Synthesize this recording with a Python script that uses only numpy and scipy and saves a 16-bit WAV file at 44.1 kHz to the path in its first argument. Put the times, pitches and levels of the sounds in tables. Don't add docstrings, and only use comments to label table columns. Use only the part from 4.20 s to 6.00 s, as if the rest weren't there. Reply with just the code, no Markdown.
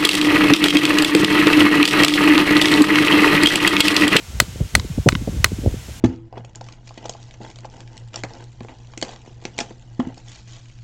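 import sys
import numpy as np
from scipy import signal
from scipy.fft import rfft, irfft
from scipy.io import wavfile

SR = 44100
rng = np.random.default_rng(int(sys.argv[2]) if len(sys.argv) > 2 else 0)


def dump_mix(stems):
    frames = np.atleast_2d(stems).T
    limited = np.clip(frames, -1, 1)
    pcm = np.round(limited * 32767).astype(np.int16)
    wavfile.write(sys.argv[1], SR, pcm)


N = 79380
TIME_S = np.arange(N) / SR
AGE_S = np.arange(SR // 5) / SR


def from_db(db):
    return 10 ** (np.asarray(db) / 20)


def rms(x):
    return np.sqrt(np.mean(x ** 2))


def rms_one(x):
    return x / np.sqrt(np.mean(x ** 2) + 1e-20)


def cut(x, hz, kind, order):
    sos = signal.butter(order, np.clip(hz, 10, 0.45 * SR), kind, fs=SR, output="sos")
    return signal.sosfilt(sos, x + 1e-18)


def noise(colour, size):
    hz, db = np.transpose(colour)
    bins_hz = np.maximum(np.arange(size // 2 + 1) * SR / size, 1)
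    gain = from_db(np.interp(np.log(bins_hz), np.log(hz), db))
    return rms_one(irfft(rfft(rng.standard_normal(size)) * gain, size))


def rise(time_s):
    return 1 - np.exp(-AGE_S / time_s)


def decay(t60_s):
    return np.exp(-np.log(1000) * AGE_S / t60_s)


def ring(hz, t60_s):
    return decay(t60_s) * np.sin(2 * np.pi * hz * AGE_S)


def burst(envelope, count=4):
    x = envelope * rng.standard_normal(len(AGE_S))
    for _ in range(count):
        flat = irfft(np.exp(1j * np.angle(rfft(x))), len(AGE_S))
        x = flat * np.sqrt(envelope)
    return rms_one(x) * rms(envelope)


def add(out, start_s, sound):
    start = max(int(start_s * SR), 0)
    out[start:start + len(sound)] += sound[:max(N - start, 0)]


# freq_hz, level_db
HISS_COLOUR = [(100, 9), (400, 0), (800, 0), (1500, -0.5), (3000, 0.5), (4500, -1.5), (7000, -1.5),
               (9500, -8), (11000, -9), (15500, -14.5)]
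HISS_DB = -41.5
RIPPLE_DB, RIPPLE_SPACING_HZ = 1.6, 69.9
SWELL_DB, SWELL_SPACING_S = 0.5, 0.169


def hiss():
    spectrum = rfft(noise(HISS_COLOUR, size=N))
    bins = np.arange(len(spectrum))
    ripple = np.interp(bins * SR / N / RIPPLE_SPACING_HZ, bins, rng.standard_normal(len(bins)))
    swell = np.interp(TIME_S / SWELL_SPACING_S, bins, rng.standard_normal(len(bins)))
    rippled = rms_one(irfft(spectrum * from_db(RIPPLE_DB * ripple), N))
    return from_db(HISS_DB + SWELL_DB * swell) * rippled


# time_s, level_db
WIND_LEVEL = [(0, -41), (0.08, -41.5), (0.15, -28.5), (0.25, -38.5), (0.37, -30.5), (0.461, -29.5),
              (0.5, -50), (0.556, -16), (0.67, -34.5), (0.75, -29.5), (0.84, -37.5), (0.95, -22.5),
              (1.04, -31.5), (1.15, -24.5), (1.29, -32.5), (1.499, -22), (1.64, -38.5), (1.8, -34.5)]
# freq_hz, level_db
WIND_COLOUR = [(22, -60), (40, 3), (62, 9), (100, 3.5), (160, -6), (300, -18.5), (500, -21.5), (800, -33),
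               (1600, -52)]


def wind():
    time_s, level_db = np.transpose(WIND_LEVEL)
    return from_db(np.interp(TIME_S, time_s, level_db)) * noise(WIND_COLOUR, size=N)


# start_s, length_s, level_db, upper_edge_hz
BUFFETS = [(0.098, 0.0055, -37.5, 326), (0.219, 0.0056, -19.5, 375), (0.277, 0.01, -27.5, 204),
           (0.355, 0.0034, -25.5, 614), (0.4013, 0.0055, -22, 680), (0.405, 0.0049, -6.5, 152),
           (0.413, 0.012, -27.5, 503), (0.431, 0.0087, -22, 99), (0.535, 0.015, -20.5, 111),
           (0.573, 0.018, -24.5, 344), (0.642, 0.01, -26.5, 420), (0.697, 0.014, -19.5, 173),
           (0.774, 0.01, -14, 284), (0.7815, 0.0069, -20.5, 644), (0.782, 0.0091, -13.5, 143),
           (0.859, 0.013, -8, 700), (0.862, 0.0094, -7, 163), (0.873, 0.0055, -9, 725),
           (0.893, 0.025, -33, 129), (0.924, 0.0084, -16, 376), (0.949, 0.0123, -17, 254),
           (1.009, 0.012, -22.5, 306), (1.073, 0.0065, -15, 670), (1.078, 0.012, -18, 200),
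           (1.085, 0.0053, -22, 640), (1.119, 0.069, -35.5, 464), (1.148, 0.014, -27.5, 332),
           (1.194, 0.0055, -14.5, 137), (1.315, 0.011, -22.5, 483), (1.323, 0.011, -18.5, 218),
           (1.383, 0.0067, -18.5, 313), (1.43, 0.038, -27.5, 528), (1.459, 0.0051, -10.5, 680),
           (1.463, 0.013, -9.5, 129), (1.475, 0.0066, -16, 570), (1.538, 0.0092, -23, 495),
           (1.683, 0.015, -34, 695), (1.697, 0.019, -31, 129)]
BUFFET_ATTACK_S = 0.0004
BUFFET_LOW_HZ, BUFFET_KNEE_HZ = 49.3, 275


def buffets():
    out = np.zeros(N)
    for start_s, length_s, level_db, edge_hz in BUFFETS:
        swell = rise(BUFFET_ATTACK_S) * np.exp(-(AGE_S / length_s) ** 2 / 2)
        eddy = cut(burst(swell), BUFFET_KNEE_HZ, "low", order=1)
        eddy = cut(eddy, edge_hz, "low", order=6)
        eddy = cut(eddy, BUFFET_LOW_HZ, "high", order=2)
        add(out, start_s, from_db(level_db) * rms_one(eddy) * rms(swell))
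    return out


RANGES_HZ = [750, 1400, 1950, 3200, 4300, 6200]
RING_RISE_S = 0.0007
CRACK_DB, CRACK_RISE_S, CRACK_T60_S, CRACK_LOW_HZ = 2.5, 0.0001, 0.02, 1430


def knock(modes, crack_db, ranges_db):
    wood = 0
    for k, (hz, mode_db, t60_s) in enumerate(modes):
        favour_db = np.interp(np.log(hz), np.log(RANGES_HZ), ranges_db)
        wood = wood + (-1) ** k * from_db(mode_db + favour_db) * ring(hz, t60_s)
    crack = burst(decay(CRACK_T60_S) * rise(CRACK_RISE_S))
    crack = cut(crack, CRACK_LOW_HZ, "high", order=1)
    return wood * rise(RING_RISE_S) + from_db(CRACK_DB + crack_db) * crack


# freq_hz, level_db, t60_s
TOUCH_MODES = [(1002, 1.5, 0.018), (1480, 0, 0.013), (2110, 7.5, 0.011), (2950, 5, 0.0087),
               (3840, 6, 0.014), (4550, -7, .015), (5130, -7, 0.016), (5350, -5, 0.011), (6900, -5, .012)]
# start_s, level_db, bright_hz, crack_db (added to CRACK_DB)
REBOUNDS = [(0.5968, -24.5, 6500, 6), (0.9224, -27.5, 4600, 8.5), (0.927, -31.5, 3300, 11),
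            (0.9517, -17, 3540, 7), (1.2596, -23.5, 1980, -7)]
REBOUND_LOW_HZ = 846
REBOUND_TOP_HZ = 7200


def rebounds():
    out = np.zeros(N)
    for start_s, level_db, bright_hz, crack_db in REBOUNDS:
        touch = knock(TOUCH_MODES, crack_db, np.zeros(len(RANGES_HZ)))
        touch = cut(touch, REBOUND_LOW_HZ, "high", order=4)
        touch = cut(touch, REBOUND_TOP_HZ, "low", order=8)
        touch = cut(touch, bright_hz, "low", order=3)
        add(out, start_s, from_db(level_db) * touch)
    return out


# freq_hz, level_db, t60_s
STAKE_MODES = [(588, -17.5, 0.027), (744, -24, 0.0054), (977, -10, 0.021), (1254, 1, 0.014),
               (1487, -2.5, 0.016), (1972, 10.5, 0.0082), (2258, 0, 0.01), (2519, 3.5, 0.0088),
               (3020, -4, 0.012), (3160, -11.5, 0.0099), (3590, -1.5, 0.011), (3872, -9, 0.014),
               (4259, -1, 0.018), (4480, -7.5, 0.012), (5067, -7, 0.016), (5937, 3.5, 0.0073),
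               (6330, -2, 0.012), (7695, 1.5, 0.01), (9420, -12.5, 0.017)]
# freq_hz, level_db
SCATTER_COLOUR = [(400, 10.5), (1000, 2), (2000, 0), (3200, -1.5), (4400, 4), (5800, -8), (7700, 1.5),
                  (10000, -10.5), (16000, -12)]
# start_s, level_db, bright_hz, crack_db (added to CRACK_DB), then one favour_db per RANGES_HZ
BLOWS = [(0.2008, 0.92, 9000, -0.5, 1, 1.5, 1.6, 5, 1.3, 1),
         (0.5516, -1.2, 7450, 3.5, -0.5, 0, 3.6, -2.5, 1.6, 2),
         (0.8874, -3.2, 4450, 0.5, 4, 1, 0.36, 3.5, -0.054, 4),
         (1.2435, -1.5, 9100, 0.5, -5.5, 4.5, 3.3, 7, 0.57, -2)]
SCATTER_DB, SCATTER_RISE_S, SCATTER_T60_S = -23, 0.0036, 0.13
THUD_DB, THUD_HZ, THUD_T60_S, THUD_DELAY_S = -13.5, 112.3, 0.073, 0.00636


def blows():
    out = np.zeros(N)
    for start_s, level_db, bright_hz, crack_db, *ranges_db in BLOWS:
        wood = cut(knock(STAKE_MODES, crack_db, ranges_db), bright_hz, "low", order=2)
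        scatter = noise(SCATTER_COLOUR, size=len(AGE_S)) * rise(SCATTER_RISE_S) * decay(SCATTER_T60_S)
        add(out, start_s, from_db(level_db) * (wood + from_db(SCATTER_DB) * scatter))
        thud = from_db(level_db + THUD_DB) * ring(THUD_HZ, THUD_T60_S)
        add(out, start_s + THUD_DELAY_S, thud)
    return out


def scene():
    return (hiss() + wind() + buffets() + rebounds() + blows())[None]


MIC_LOW_HZ, CUTOFF_HZ = 37.7, 16000
CEILING = 1


def record(dry):
    clipped = np.clip(cut(dry, MIC_LOW_HZ, "high", order=4), -CEILING, CEILING)
    top_cut = signal.ellip(10, 0.1, 70, CUTOFF_HZ, fs=SR, output="sos")
    return signal.sosfilt(top_cut, clipped)


dry = scene()
out = record(dry)
dump_mix(out)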